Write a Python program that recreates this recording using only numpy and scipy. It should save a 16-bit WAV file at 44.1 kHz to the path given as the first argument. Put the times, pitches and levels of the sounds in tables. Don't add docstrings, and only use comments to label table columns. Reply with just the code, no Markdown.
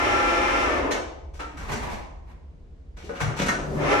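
import sys
import numpy as np
from scipy import signal
from scipy.fft import rfft, irfft, next_fast_len
from scipy.io import wavfile
from scipy.ndimage import uniform_filter1d, map_coordinates

SR = 44100
rng = np.random.default_rng(int(sys.argv[2]) if len(sys.argv) > 2 else 0)


def unload_audio(sound):
    columns = np.transpose(np.atleast_2d(sound))
    steps = np.round(np.clip(columns, -1, 1) * 32767)
    wavfile.write(sys.argv[1], SR, steps.astype(np.int16))


N = 176400
T = np.arange(N) / SR
TOP_HZ = 15500

# (frequency [Hz], correlation [-1 to 1])
LIKENESS = [(40, 1), (70, 0.99), (125, 0.37), (250, 0.76), (500, 0.31), (1000, 0.12), (2000, -0.21),
            (4000, 0.2), (12000, .12)]


def amp(db):
    return np.exp(np.asarray(db) * (np.log(10) / 20))


def unit(x):
    return x / np.sqrt(np.mean(x ** 2) + 1e-20)


def along(points, hz):
    f, v = np.transpose(points)
    return np.interp(np.log(hz + 1), np.log(f + 1), v)


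def curves(rows):
    s, *cols = np.transpose(rows)
    return [np.interp(T, s, c) for c in cols]


def wobble(rate):
    knots = rng.standard_normal(400)
    coarse = T[::100]
    return np.interp(T, coarse, map_coordinates(knots, [coarse * rate], mode="mirror"))


def filtered(x, response):
    n = x.shape[-1]
    m = next_fast_len(n + SR // 4, True)
    return irfft(rfft(x, m) * response(np.fft.rfftfreq(m, 1 / SR)), m)[..., :n]


def causal(points, size=2048):
    cepstrum = irfft(np.log(amp(along(points, np.fft.rfftfreq(size, 1 / SR)))))
    cepstrum[1:size // 2] *= 2
    cepstrum[size // 2 + 1:] = 0
    return irfft(np.exp(rfft(cepstrum)))


def boosts(peaks, hz):
    return sum(db / (1 + ((hz - centre) / width) ** 2) for centre, width, db in peaks)


def likeness_angle(hz):
    return np.arccos(np.clip(along(LIKENESS, hz), -1, 1))


def side_phases(hz):
    return likeness_angle(hz) * rng.choice([-1, 1]) * np.array([[.5], [-.5]])


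def spread(pair):
    turn = lambda hz: likeness_angle(hz) / 2
    mid, side = filtered(pair, lambda hz: np.array([np.cos(turn(hz)), np.sin(turn(hz))]))
    return np.array([mid + side, mid - side])


def panned(db):
    return amp(np.array([[db], [-db]]) / 2)


def rush(colour):
    noise = rng.standard_normal((2, N))
    return unit(spread(filtered(noise, lambda hz: amp(along(colour, hz)))))


def resonant_noise(modes):
    peaks = lambda hz: sum(amp(db) / (1 + ((hz - centre) / width) ** 4) for centre, width, db in modes)
    return spread(filtered(rng.standard_normal((2, N)), peaks))


def shaft(pair, wet):
    # (frequency [Hz], time to fall 60 dB [s])
    decay_times = [(120, 0.5), (330, 0.91), (700, 0.95), (1500, 0.66), (4000, .62), (7000, 0.58),
                   (14000, 0.2)]
    hz, t, z = signal.stft(rng.standard_normal((2, SR)), SR, nperseg=256)
    decay = amp(-60 * t / along(decay_times, hz)[:, None])
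    tail = signal.istft(z * decay, SR, nperseg=256)[1]
    tail /= np.sqrt(np.mean(np.sum(tail ** 2, axis=1)))
    reverb = signal.fftconvolve(pair, tail, axes=1)[:, :pair.shape[1]]
    return (pair + wet * reverb) / np.sqrt(1 + wet ** 2)


def add(out, s, sound):
    part = out[:, round(s * SR):][:, :sound.shape[1]]
    part += sound[:, :part.shape[1]]


def ringing(modes, blows, attack, blur):
    out, t = np.zeros((2, N)), np.arange(SR) / SR
    beat_db = 5.5
    for s, db in blows:
        for hz, mode_db, t60 in modes:
            phase = 2 * np.pi * hz * t + side_phases(hz) + blur * wobble(65)[:SR]
            level_db = db + mode_db - 60 * t / t60 + beat_db * wobble(46)[:SR]
            add(out, s, amp(level_db) * (1 - np.exp(-t / attack)) * np.sin(phase))
    return out


def still_air():
    # (frequency [Hz], relative level [dB])
    air_colour = [(20, 1.5), (60, 0.5), (110, 0.5), (250, -5.5), (480, -10), (700, -17.5), (1200, -25.5),
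                  (2200, -30), (6500, -40), (9000, -47.5), (15000, -67)]
    return amp(-53) * rush(air_colour)


def drone():
    # (time [s], level before the trim [dB])
    swells = [(0, -39), (.85, -36), (.95, -44), (1.15, -43), (1.33, -38), (1.52, -44.5), (1.7, -36),
              (2.0, -42), (2.2, -42), (2.65, -47), (3.0, -41.5), (3.15, -48.5), (3.45, -39.5), (3.75, -38),
              (4, -39)]
    # (centre [Hz], width [Hz], relative level [dB])
    low_modes = [(47.5, 15.7, 1), (70.4, 14.4, 1), (155, 9.5, -11)]
    trim_db = 0.5
    level_db, = curves(swells)
    rumble = resonant_noise(low_modes)
    power = uniform_filter1d(np.mean(rumble ** 2, axis=0), size=8000)
    return amp(level_db + trim_db) * rumble / np.sqrt(np.abs(power) + 1e-12)


def wall():
    # (frequency [Hz], relative level [dB], time to fall 60 dB [s])
    sheet_modes = [(300, -6, 0.98), (912, -0.5, 0.54), (1262, -3, .5), (1340, -2, 0.46)]
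    # (time [s], level [dB])
    bumps = [(1.397, -38)]
    return ringing(sheet_modes, bumps, attack=0.011, blur=0.65)


def floor():
    # (frequency [Hz], relative level [dB], time to fall 60 dB [s])
    floor_modes = [(84, 0, 0.11), (114.2, 2, 0.28), (146.3, 0, 0.23), (186.5, -8, 0.21)]
    # (time [s], level [dB])
    jolts = [(1.716, -38.5), (3.212, -20), (3.258, -26), (3.403, -45)]
    return panned(2.5) * ringing(floor_modes, jolts, attack=0.014, blur=0.44)


def deck():
    # (frequency [Hz], relative level [dB], time to fall 60 dB [s])
    deck_modes = [(236.5, -2, 0.21), (410, -0.5, 0.27), (1766, -15, .31)]
    # (time [s], level [dB])
    steps = [(1.72, -29.5), (1.762, -33)]
    return ringing(deck_modes, steps, attack=0.0058, blur=0.5)


def scuff():
    # (time [s], level [dB])
    strokes = [(1.45, -72), (1.56, -48.5), (1.68, -36), (1.8, -37), (1.93, -35), (2.03, -50.5), (2.13, -95),
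               (2.3, -52.5), (2.45, -100)]
    # (frequency [Hz], relative level [dB])
    rub_colour = [(70, -1.5), (170, -1.5), (500, -7), (1000, -2), (1400, -13), (2100, -10.5), (3500, -22.5),
                  (7000, -30), (11000, -36.5), (14000, -39)]
    level_db, = curves(strokes)
    return shaft(rush(rub_colour) * amp(level_db + 3.05 * wobble(45.2)), wet=0.86)


def relay():
    # (frequency [Hz], relative level [dB], time to fall 60 dB [s])
    relay_modes = [(552, -0.5, 0.36), (471, -4, 0.25), (1185, -17, 0.18), (1483, -15, .2)]
    # (time [s], level [dB])
    knock = [(3.093, -28)]
    return panned(6.4) * ringing(relay_modes, knock, attack=0.0053, blur=0.35)


def knocks():
    # (time [s], rise [s], rattle's time to fall 60 dB [s], then relative level in each of five bands [dB])
    hits = [(.906, 0.0088, 0.22, -47, -36.5, -32.5, -32.5, -37.5),
            (1.333, 0.011, 0.62, -67, -49, -53.5, -54.5, -55),
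            (1.392, 0.0079, 0.19, -55, -38, -35.5, -44, -52),
            (1.568, 0.0073, 0.73, -39, -64, -37.5, -47.5, -49),
            (1.708, 0.015, 0.3, -37, -36.5, -31, -38.5, -39),
            (1.88, 0.033, 0.33, -41, -64, -49, -48.5, -49.5),
            (2.965, 0.008, 0.48, -58, -48.5, -48.5, -50, -56.5),
            (3.02, 0.024, 0.65, -46, -39, -60, -50, -55), (3.088, 0.0049, 0.58, -43, -40.5, -37, -54, -59),
            (3.14, 0.026, 0.93, -59, -63, -35.5, -44, -50.5),
            (3.196, 0.018, 0.19, -48, -33, -26.5, -37.5, -39),
            (3.29, .006, 0.27, -33, -38.5, -36, -52, -61.5), (3.359, 0.02, 0.17, -61, -60, -38, -43, -43.5),
            (3.382, 0.019, .21, -31, -34, -29, -33, -40),
            (3.416, 0.0046, .092, -27, -31, -34.5, -37, -39.5), (3.457, .008, 0.2, -56, -41, -32, -39, -39),
            (3.481, 0.0062, 0.15, -38, -33.5, -24, -36.5, -36)]
    band_hz = [140, 450, 1400, 3500, 7000]
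    # (centre [Hz], width [Hz], boost [dB])
    wall_peaks = [(925, 15, 1.8), (1247, 21, 4.9), (1576, 30, 5.7), (1900, 42, 3.4), (2280, 130, 5.3),
                  (2866, 60, 4), (4130, 12, 3.6), (5600, 42, 4.4), (5960, 216, 6.7), (6560, 68, 3.8),
                  (8000, 360, 2.3)]
    grit_depth, treble_hz, treble_loss_db = 0.28, 12400, 12
    out, t = np.zeros((2, N)), np.arange(SR // 2) / SR
    for s, rise, decay, *band_db in hits:
        grit = np.exp(grit_depth * np.repeat(rng.standard_normal(len(t) // 30), 30))
        envelope = np.minimum(t / max(rise, 1e-4), 1) * amp(-60 * np.maximum(t - rise, 0) / decay)
        contacts = unit(rng.standard_normal((2, len(t))) * grit * envelope) * np.sqrt(.08)
        bands = [(hz, db + 10 * np.log10(SR / 2 / hz)) for hz, db in zip(band_hz, band_db)]
        bass = (40, bands[0][1] - 15)
        treble_db = bands[-1][1] - treble_loss_db
        colour = [bass] + bands + [(treble_hz, treble_db), (TOP_HZ, treble_db - 4)]
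        add(out, s, signal.fftconvolve(contacts, causal(colour)[None], axes=1))
    panelled = filtered(shaft(out, wet=0.79), lambda hz: amp(boosts(wall_peaks, hz) - 1.36))
    return panned(1.4) * spread(panelled)


def brake():
    # (frequency [Hz], relative level [dB], time to fall 60 dB [s])
    steel_modes = [(1500, -3.5, 0.52), (1700, -6, 0.4), (1850, -0.5, 0.22), (2145, -2.5, 0.18),
                   (2060, -11, .3), (4059, -14, 0.235), (6480, -24, 0.29), (6160, -14, 0.13),
                   (6500, -12, 0.33)]
    # (time [s], level [dB])
    clacks = [(0.916, -27), (3.488, -27)]
    return ringing(steel_modes, clacks, attack=0.0008, blur=1.0)


def groan():
    # (time [s], level [dB])
    swell = [(3.6, -110), (3.72, -40), (3.88, -37), (3.93, -22.5), (4, -36)]
    # (centre [Hz], width [Hz], relative level [dB])
    frame_modes = [(407.6, 43.5, 0.5), (544, 96, -5)]
    level_db, = curves(swell)
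    return amp(level_db) * unit(resonant_noise(frame_modes))


def starting_hum():
    # (time [s], relative level [dB])
    effort = [(3.2, -88), (3.27, -46), (3.62, -40.5), (3.75, -30), (3.82, -29.5), (3.93, -40), (4, -45)]
    # (frequency [Hz], relative level [dB])
    partials = [(147, -1), (294, -20.5), (385, -7.5)]
    # (frequency [Hz], relative level [dB])
    rumble_colour = [(40, -28.5), (100, 0.5), (200, 3.5), (350, -6), (520, -2), (1000, -20.5), (2200, -32),
                     (6000, -31), (14000, -46)]
    level_db, = curves(effort)
    hum = 0
    for hz, db in partials:
        phase = 2 * np.pi * hz * T + 0.26 * wobble(16)
        hum = hum + amp(db + 2.3 * wobble(60)) * np.sin(phase)
    rumble = amp(-2.5) * rush(rumble_colour)
    return panned(3.2) * amp(level_db) * (np.sqrt(2) * hum + rumble)


def gear_tones(turned, speed):
    # (frequency at full speed [Hz], relative level [dB])
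    strong_tones = [(296.1, -39.5), (317.6, -46), (339.1, -42.5), (382.2, -43), (511.4, -36.5),
                    (532.9, -43.5), (592.2, -44.5), (683.7, -36.5), (786.0, -45), (807.5, -44),
                    (829.0, -34), (872.1, -41), (1023, -38), (1217, -34), (1292, -49), (1340, -39),
                    (1362, -31), (1556, -38.5), (1750, -47), (2067, -42), (2363, -39), (2530, -42)]
    fade_depth_db, full_fade_hz = 56, 1000
    waver_db, drift, rough = 3.5, 0.57, 0.37
    tones = np.zeros((2, N))
    for hz, db in strong_tones:
        apart = side_phases(hz)
        phase = 2 * np.pi * (hz * turned + rng.random()) + drift * wobble(10) + rough * wobble(55)
        fade_db = fade_depth_db * (1 - speed) * min(hz / full_fade_hz, 1) ** 2
        level = amp(db - fade_db + waver_db * np.tanh(wobble(6))) * (1 + rough * wobble(55))
        tones += level * np.sin((phase + apart).astype(np.float32))
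    return np.sqrt(2) * tones


def drive():
    # (time [s], share of full speed, relative level [dB])
    run = [(0, 1, 1), (.65, 1, 0), (.79, .82, 1.5), (.9, 0.58, 2), (1.0, .35, -1.5), (1.07, .25, -34),
           (1.2, .1, -52.5), (3.4, 0.099, -62), (3.52, .25, -1.5), (3.7, .35, -15.5), (3.82, 0.76, 2),
           (3.91, 0.98, 3), (4, 1, -1)]
    # (frequency [Hz], relative level [dB])
    housing_colour = [(70, -21), (105, -1), (150, -27), (200, -9.5), (280, 0), (420, -1), (600, -1),
                      (850, -3), (1100, -6), (1350, -4.5), (1900, -6.5), (2400, -3.5), (3200, -10),
                      (4400, -20), (5800, -16), (7200, -25), (10500, -32.5), (14500, -49)]
    # (centre [Hz], width [Hz], boost [dB])
    housing_peaks = [(342, 33, 5.5), (570, 22, 6.5), (874, 43, 3.5), (1016, 35, 6), (1249, 41, 7.5),
                     (1358, 13, 2.5), (1758, 46, 10.5), (2053, 69, 3.5), (2110, 55, 4.5)]
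    turns_hz, speed_waver = 21.27, 0.001218
    tones_db, mesh_db, grind_db, flutter_db = -1.5, -27.5, -29, 0.7
    dull_hz, dull_db = 1205, 40.5
    speed, level_db = curves(run)
    turned = np.cumsum(speed * (1 + speed_waver * wobble(6.04))) / SR

    teeth = rng.standard_normal((2, int(SR / turns_hz)))
    mesh = np.array([map_coordinates(side, [turned * turns_hz % 1 * len(side)], mode="grid-wrap")
                     for side in teeth])
    grinding = amp(grind_db) * rng.standard_normal((2, N)) + amp(mesh_db) * mesh * np.sqrt(np.abs(speed))
    body = filtered(grinding, lambda hz: unit(amp(along(housing_colour, hz) + boosts(housing_peaks, hz))))
    low = filtered(body, lambda hz: 1 / (1 + (hz / dull_hz) ** 4))
    body = low + (body - low) * amp(-dull_db * (1 - speed))
    body = body * amp(level_db + flutter_db * wobble(60))

    tones = gear_tones(turned, speed) * amp(tones_db + level_db)
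    tones = filtered(tones, lambda hz: 1 / (1 + (230 / (hz + 1)) ** 8))
    return panned(1.5) * (spread(shaft(body, wet=0.5)) + shaft(tones, wet=0.49))


def scene():
    background = still_air() + drone()
    platform = wall() + floor() + deck() + scuff()
    mechanism = relay() + knocks() + brake() + groan() + starting_hum()
    return background + platform + mechanism + drive()


def record(dry):
    return filtered(dry, lambda hz: 1 / (1 + (hz / TOP_HZ) ** 80))


dry = scene()
out = record(dry)
unload_audio(out)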